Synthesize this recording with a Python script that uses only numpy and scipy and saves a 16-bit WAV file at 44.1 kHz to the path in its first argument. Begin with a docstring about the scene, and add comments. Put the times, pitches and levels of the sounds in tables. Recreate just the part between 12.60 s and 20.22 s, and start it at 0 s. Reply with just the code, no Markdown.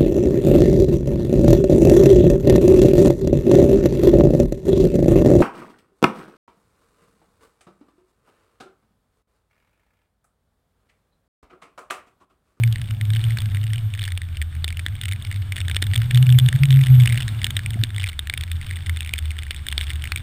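"""Snowboarding through deep powder

A rider holds a cased camera on a pole in falling snow. Air swirls off the pole and makes a throbbing
hum that rises with speed, over a low wind rumble. Snow grains tick against the case, the board's hiss
comes through the same hollow plastic, and bumps knock the pole. A faint high whine rides on the bass."""
import sys
import numpy as np
from scipy.fft import rfft, irfft, next_fast_len
from scipy.io import wavfile
from scipy.ndimage import uniform_filter1d, minimum_filter1d, map_coordinates

SR = 44100
rng = np.random.default_rng(int(sys.argv[2]) if len(sys.argv) > 2 else 0)


def store_wav(level_fs):
    """Save 16-bit WAV to argv[1]."""
    pcm = np.round(np.clip(np.atleast_2d(level_fs), -1, 1) * 32767)
    wavfile.write(sys.argv[1], SR, pcm.T.astype(np.int16))


N = 336042


def amp(db):
    """Turn decibels into a gain."""
    return 10 ** (np.asarray(db) / 20)


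def unit(x):
    """Scale a signal to an average (rms) level of 1."""
    return x / np.sqrt(np.mean(np.abs(x) ** 2, axis=-1, keepdims=True) + 1e-20)


def along(points, hz):
    """Read between (frequency, value) points on a log scale."""
    point_hz, values = np.transpose(points)
    return np.interp(np.log(hz + 1), np.log(point_hz + 1), values)


def curves(rows):
    """Turn each column after the time into one value per sample."""
    times, *columns = np.transpose(rows)
    return [np.interp(np.arange(N) / SR, times, column) for column in columns]


def wobble(rate):
    """A smooth curve through `rate` random values a second."""
    return map_coordinates(rng.standard_normal(int(N * rate / SR) + 4), [np.arange(N) * rate / SR])


def filtered(x, response):
    """Scale each frequency in x by response(hz)."""
    size = next_fast_len(N + SR // 2)
    return irfft(rfft(x, size) * response(np.fft.rfftfreq(size, 1 / SR)), size)[:N]


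def noise(response):
    """Noise of level 1 with the tone set by response(hz)."""
    return unit(filtered(rng.standard_normal(N), response))


def causal(gain):
    """A filter with this gain that rings only after a hit, never before."""
    cepstrum = irfft(np.log(gain + 1e-6))
    half = cepstrum.shape[-1] // 2
    return np.exp(rfft(cepstrum * np.r_[1, np.full(half - 1, 2), np.zeros(half)]))


# Gusts that drive the hum: (start [s], length [s], level [dB])
WIND_GUSTS = [(0, 0.14, -13.5), (0.402, 0.21, -16.5), (0.636, .12, -15), (0.826, 0.268, -19),
              (1.16, 0.14, -21.5), (2.068, 0.064, -20.5), (3.006, 0.23, -21.5), (3.373, 0.04, -14),
              (3.538, 0.11, -6.5), (3.664, 0.12, -6), (3.813, 0.064, -6.5), (3.946, 0.018, -5),
              (4.001, 0.059, -8), (4.082, 0.16, -6), (4.298, 0.063, -2.5), (4.376, 0.062, -2.5),
              (4.483, 0.065, -11), (5.196, 0.022, -8.5), (5.943, 0.04, -16.5), (6.287, 0.048, -16.5),
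              (6.615, 0.1, -19), (7.33, 0.048, -22)]


def gusts(attack_s=.013, release_s=.012):
    """The strength gusts give the hum: each rises smoothly, holds and falls away."""
    start, length, db = np.transpose(WIND_GUSTS)[:, :, None]
    age = np.arange(N) / SR - start
    rise = .5 + .5 * np.tanh(age / attack_s)
    fall = .5 + .5 * np.tanh((length - age) / release_s)
    return np.sum(amp(db) * rise * fall, axis=0)


# How fast swirls of air leave the pole, following the riding speed: (time [s], pitch [Hz])
HUM_PITCH = [(0, 116.9), (0.3, 103.5), (0.72, 113.5), (0.92, 99.4), (1.15, 110.9), (1.4, 100.4),
             (1.6, 83.4), (2.15, 81.0), (2.35, 96.8), (2.8, 96.1), (3.15, 88.1), (3.55, 126.5),
             (3.9, 126.9), (4.03, 139.6), (4.4, 123.8), (4.97, 95.6), (5.18, 111.4), (5.42, 99.8),
             (5.56, 71.9), (6.0, 87.1), (7.15, 70.8), (7.62, 83.8)]


def pole_hum(level_db=-22, db_per_octave=9.5, wander_hz=1.5, overtone_db=-41, low_cut_hz=50):
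    """Air peels off the pole in swirls: the faster it flows, the higher and louder the hum."""
    pitch_hz, = curves(HUM_PITCH)
    dip_db = 3 * np.maximum(wobble(19), 0) ** 2  # rough air makes the hum drop briefly
    breeze = amp(level_db + db_per_octave * np.log2(pitch_hz / pitch_hz.mean()) - dip_db)
    gust = gusts()
    strength = np.hypot(breeze, gust)
    breeze_shake, gust_shake = .5, .16  # the hum is steadier in a gust
    shake = breeze_shake + (gust_shake - breeze_shake) * (gust / strength) ** 2
    flutter = shake * (wobble(32) + 1j * wobble(32))  # shakes both level and phase
    phase = 2 * np.pi * np.cumsum(pitch_hz + wander_hz * wobble(16)) / SR
    swirl = (1 + flutter) / np.sqrt(1 + 2 * shake ** 2) * np.exp(1j * phase)
    hum = strength * np.real(swirl + amp(overtone_db) * swirl ** 2)
    return filtered(hum, lambda hz: 1 - 1 / (1 + (hz / low_cut_hz) ** 10))


# How the ride swells and eases: (time [s], relative hiss level [dB], relative rumble level [dB])
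RIDE_LEVELS = [(0, -51, -35), (.45, -54.5, -37), (.6, -44.5, -37.5), (.95, -50, -36), (1.6, -53.5, -47),
               (2.3, -52.5, -43.5), (3.1, -50, -41.5), (3.7, -46, -32), (4.45, -43.5, -34),
               (5.2, -50, -37.5), (5.6, -53, -48.5), (6.05, -49.5, -42), (6.8, -51, -49),
               (7.32, -48, -46.5), (7.62, -49, -42)]
# The tone of rough air on the case: (frequency [Hz], relative level [dB])
RUMBLE_TONE = [(10, -10), (25, -20), (50, -7.5), (75, 5), (130, 6), (175, -15), (215, -11), (260, -22.5),
               (400, -38), (700, -31.5), (1500, -53.5)]


def wind_rumble(level_db=7, lumpy_db=1.4, deep_db=-43, deep_hz=52):
    """Rough air buffets the case, over a deeper, steady rumble."""
    _, rumble_db = curves(RIDE_LEVELS)
    deep = amp(deep_db) * noise(lambda hz: hz / (hz + 10) / (1 + (hz / deep_hz) ** 4))
    swell = amp(rumble_db + level_db + lumpy_db * wobble(9))
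    return deep + swell * noise(lambda hz: amp(along(RUMBLE_TONE, hz)))


# Where the hollow case rings: (frequency [Hz], width [Hz], relative level [dB])
CASE_RINGS = [(345, 197, -11), (640, 770, -17), (1743, 740, -5.5), (2230, 625, -3.5), (2958, 540, -5),
              (3533, 540, -2.5), (4340, 930, -13), (5394, 870, -16.5), (6536, 600, -16.5),
              (7550, 1200, -15.5), (8485, 650, -4), (9090, 760, -10), (9910, 695, -11), (13970, 540, -13.5),
              (14760, 350, -8.5)]


def case_gain(hz, notch_hz=6020, notch_width_hz=230, notch_db=-5):
    """The plastic case passes sound near its ringing frequencies and dulls one narrow band."""
    power = sum(amp(db) ** 2 / (1 + 2 * ((hz - centre) / width) ** 2) ** 3
                for centre, width, db in CASE_RINGS)
    notch = amp(notch_db / (1 + ((hz - notch_hz) / notch_width_hz) ** 2))
    return np.sqrt(power) * notch


# The tone of the board's hiss outside the case: (frequency [Hz], relative level [dB])
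POWDER_TONE = [(150, 23), (500, 0), (800, 8.5), (1300, 7.5), (2000, -3), (2900, 0), (3600, -1.5),
               (5000, -2.5), (8500, -6), (16000, -6.5)]


def board_hiss(level_db=1, uneven_db=1):
    """The board ploughs the powder: a soft hiss that swells in each turn."""
    hiss_db, _ = curves(RIDE_LEVELS)
    swell = amp(hiss_db + level_db + uneven_db * wobble(25))
    return swell * noise(lambda hz: case_gain(hz) * amp(along(POWDER_TONE, hz)))


def grain_hits(rows, treble_db, crumble_s, crumble_db, spot_octaves=.12, tail_s=.0077, tail_db=-29):
    """Each grain hits, crumbles and rings the case; the spot it lands on sets the tone."""
    start, db, ring_hz = np.transpose(rows)[:, :, None]
    size = 1024  # samples per tick
    t, hz = np.arange(size) / SR, np.fft.rfftfreq(size, 1 / SR)
    chance = rng.standard_normal((len(start), size))
    crumble = chance * (amp(crumble_db - 60 * t / crumble_s) + amp(tail_db - 60 * t / tail_s))
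    # only the first touch pushes the whole case; the crumbs carry no bass
    push = 1 + rfft(crumble) * causal(hz ** 2 / (hz ** 2 + 800 ** 2))
    spot = .54 + np.exp(-.5 * (np.log2((hz + 1) / ring_hz) / spot_octaves) ** 2)
    ring = push * causal(case_gain(hz) * spot)
    # harder grains sound brighter
    treble = np.clip((hz - 5000) / 2000, 0, 1)
    highs = np.linalg.norm(ring * treble, axis=1, keepdims=True)
    lows = np.linalg.norm(ring * (1 - treble), axis=1, keepdims=True)
    hardness = amp(treble_db + 2 * chance[:, -1:]) * lows / highs
    ticks = amp(db) * unit(irfft(ring * causal(hardness ** treble)))
    positions = np.round(np.abs(start) * SR).astype(int) + np.arange(size)
    return np.bincount(positions.ravel(), ticks.ravel(), N)[:N]


def fine_grains(count, level_db, spread_db, follow, treble_db):
    """Small flakes patter at random, harder when the board throws up more snow."""
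    hiss_db, _ = curves(RIDE_LEVELS)
    when, weight, spot = rng.random((count, 3)).T
    swell_db = follow * (hiss_db - hiss_db.mean())[(when * (N - 1)).astype(int)]
    ring_hz = 1600 * 2 ** (1.2 * spot)
    rows = np.c_[when * N / SR, level_db + swell_db + spread_db * weight, ring_hz]
    return grain_hits(rows, treble_db, crumble_s=.0083, crumble_db=-8)


# The heaviest grains hitting the case: (time [s], relative level [dB], ring frequency [Hz])
BIG_GRAINS = [(0.0361, -8.5, 2230), (0.1584, -17.5, 1940), (0.4122, -15.5, 1940), (0.5352, -18.5, 3540),
              (0.5669, -17, 3040), (0.7719, -16, 1770), (0.7863, -16.5, 3700), (0.9575, -28, 1770),
              (1.181, -22, 2820), (1.4183, -18, 3520), (1.4392, -16.5, 3580), (1.576, -16, 2690),
              (1.6176, -19, 2030), (1.8162, -13.5, 1920), (2.0437, -9, 3480), (2.0796, -15.5, 2820),
              (2.171, -19.5, 2790), (2.1938, -18, 2150), (2.2634, -9, 1830), (2.4138, -15, 3380),
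              (2.455, -21, 3130), (2.486, -22, 2280), (2.5224, -15.5, 3300), (2.6497, -21, 2140),
              (2.7141, -18, 1860), (2.922, -12.5, 2360), (2.9656, -15.5, 2940), (2.982, -17.5, 1850),
              (3.0825, -15.5, 2000), (3.1135, -13.5, 2300), (3.1655, -6, 2010), (3.2245, -6.5, 1840),
              (3.2677, -18, 3520), (3.3359, -12, 2000), (3.3598, -7.5, 3200), (3.418, -17, 1690),
              (3.5101, -11, 1930), (3.5467, -11.5, 3500), (3.5745, -10.5, 3750), (3.6269, -13.5, 3020),
              (3.7873, -4, 3340), (3.7984, -11.5, 3530), (3.8619, -17, 3450), (3.8874, -8, 3083),
              (3.9276, -13, 1860), (4.0347, -7, 2280), (4.1064, -12.5, 3780), (4.127, -13.5, 3630),
              (4.2373, -14.5, 3460), (4.268, -14.5, 1850), (4.4585, -11, 2170), (4.475, -7, 2880),
              (4.4982, -16, 2100), (4.5242, -16, 1730), (4.575, -14, 2830), (4.6082, -16, 2800),
              (4.6801, -15.5, 1950), (4.817, -17, 2220), (4.8441, -4, 3250), (4.8673, -12, 2140),
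              (4.906, -14, 3220), (4.9672, -6.5, 3545), (5.0613, -12.5, 2380), (5.237, -6, 3530),
              (5.3819, -15.5, 1960), (5.4412, -11.5, 2130), (5.4886, -18, 3640), (5.5921, -8.5, 3250),
              (5.6983, -8.5, 1900), (5.7381, -11, 2230), (5.776, -13.5, 3340), (5.9162, -15.5, 3530),
              (6.2954, -12, 1900), (6.3715, -17.5, 3420), (6.4068, -13.5, 2870), (6.5367, -7, 2280),
              (6.5882, -14.5, 3400), (6.7884, -17.5, 3180), (6.8232, -25, 1780), (6.9083, -11, 3570),
              (7.0856, -10.5, 3460), (7.1264, -14, 2770), (7.179, -5.5, 3500), (7.2118, -11, 3560),
              (7.3037, -18, 2020), (7.4402, -15.5, 2940), (7.52, -9, 2330), (7.56, -10.5, 2180)]


def big_grains(level_db=-18.5):
    """Heavy snow grains snap sharply on the plastic."""
    ticks = grain_hits(BIG_GRAINS, treble_db=-9, crumble_s=.01, crumble_db=-12.5, spot_octaves=.18)
    return amp(level_db) * ticks


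# Sprays of snow that reach the case: (start [s], length [s], relative level [dB])
SNOW_SPRAYS = [(1.017, .07, -42), (1.366, .05, -40), (1.447, .06, -41.5), (2.085, .05, -36),
               (2.419, .12, -35.5), (2.953, .04, -38.5), (3.335, .04, -31.5), (4.11, .16, -35.5),
               (4.39, .24, -34.5), (5.386, .11, -35.5), (5.777, .03, -33), (6.062, .1, -42.5),
               (6.414, .06, -36.5), (6.914, .03, -38), (7.189, .16, -38.5)]


def snow_sprays(level_db=-2, spread_db=3, grains_per_s=58, lowest_hz=1900):
    """Each spray lands as a quick flurry of grains of uneven size."""
    grains = [(time, db) for start, length, db in SNOW_SPRAYS
              for time in np.arange(start, start + length, 1 / grains_per_s)]
    times, db = np.transpose(grains)
    delay, softness, spot = rng.random((len(times), 3)).T
    rows = np.c_[times + delay / grains_per_s, db + level_db - spread_db * softness, lowest_hz * 2 ** spot]
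    return grain_hits(rows, treble_db=-8, crumble_s=.0063, crumble_db=-3.5)


# Dull knocks through the pole: (time [s], level [dB], pitch [Hz])
POLE_KNOCKS = [(2.263, -33, 300), (3.224, -28.5, 313), (5.158, -19.5, 193.8), (5.172, -33, 680),
               (5.232, -21.5, 240)]


def pole_knocks(attack_s=.001, ring_s=.035):
    """Bumps in the snow jolt the pole, which answers with a short, dull ring."""
    knocks, t = np.zeros(N + SR), np.arange(SR // 8) / SR
    fade = amp(-60 * t / ring_s) * (1 - np.exp(-t / attack_s))
    for start, db, hz in POLE_KNOCKS:
        knocks[round(start * SR):][:len(t)] += amp(db) * fade * np.sin(2 * np.pi * hz * t)
    return knocks[:N]


def scene():
    """Wind, board and snow as they reach the microphone inside the case."""
    patter = fine_grains(count=130, level_db=-47.5, spread_db=13, follow=.47, treble_db=-7.5)
    dust = fine_grains(count=300, level_db=-53.5, spread_db=5.5, follow=.82, treble_db=-12.5)
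    rush = pole_hum() + wind_rumble() + board_hiss()
    snow = patter + dust + big_grains() + snow_sprays()
    return (rush + snow + pole_knocks())[None]


def limiter(x, ceiling=.96):
    """Ease the volume down just ahead of any peak that would overload."""
    safe_gain = np.minimum(1, ceiling / (np.abs(x) + 1e-9))
    return x * uniform_filter1d(minimum_filter1d(safe_gain, size=SR // 40), size=SR // 50)


def record(dry):
    """The camera limits peaks and cuts the top treble; a thin whine grows as the hum rises."""
    bass_hz, whine_hz, top_hz = 200, 12000, 16500
    limited = limiter(dry[0])
    bass = filtered(limited, lambda hz: hz / bass_hz / (1 + (hz / bass_hz) ** 4))
    whine = amp(-28) * bass * np.sin(2 * np.pi * whine_hz * np.arange(N) / SR)
    return filtered(limited + whine, lambda hz: hz < top_hz)[None]


dry = scene()
out = record(dry)
store_wav(out)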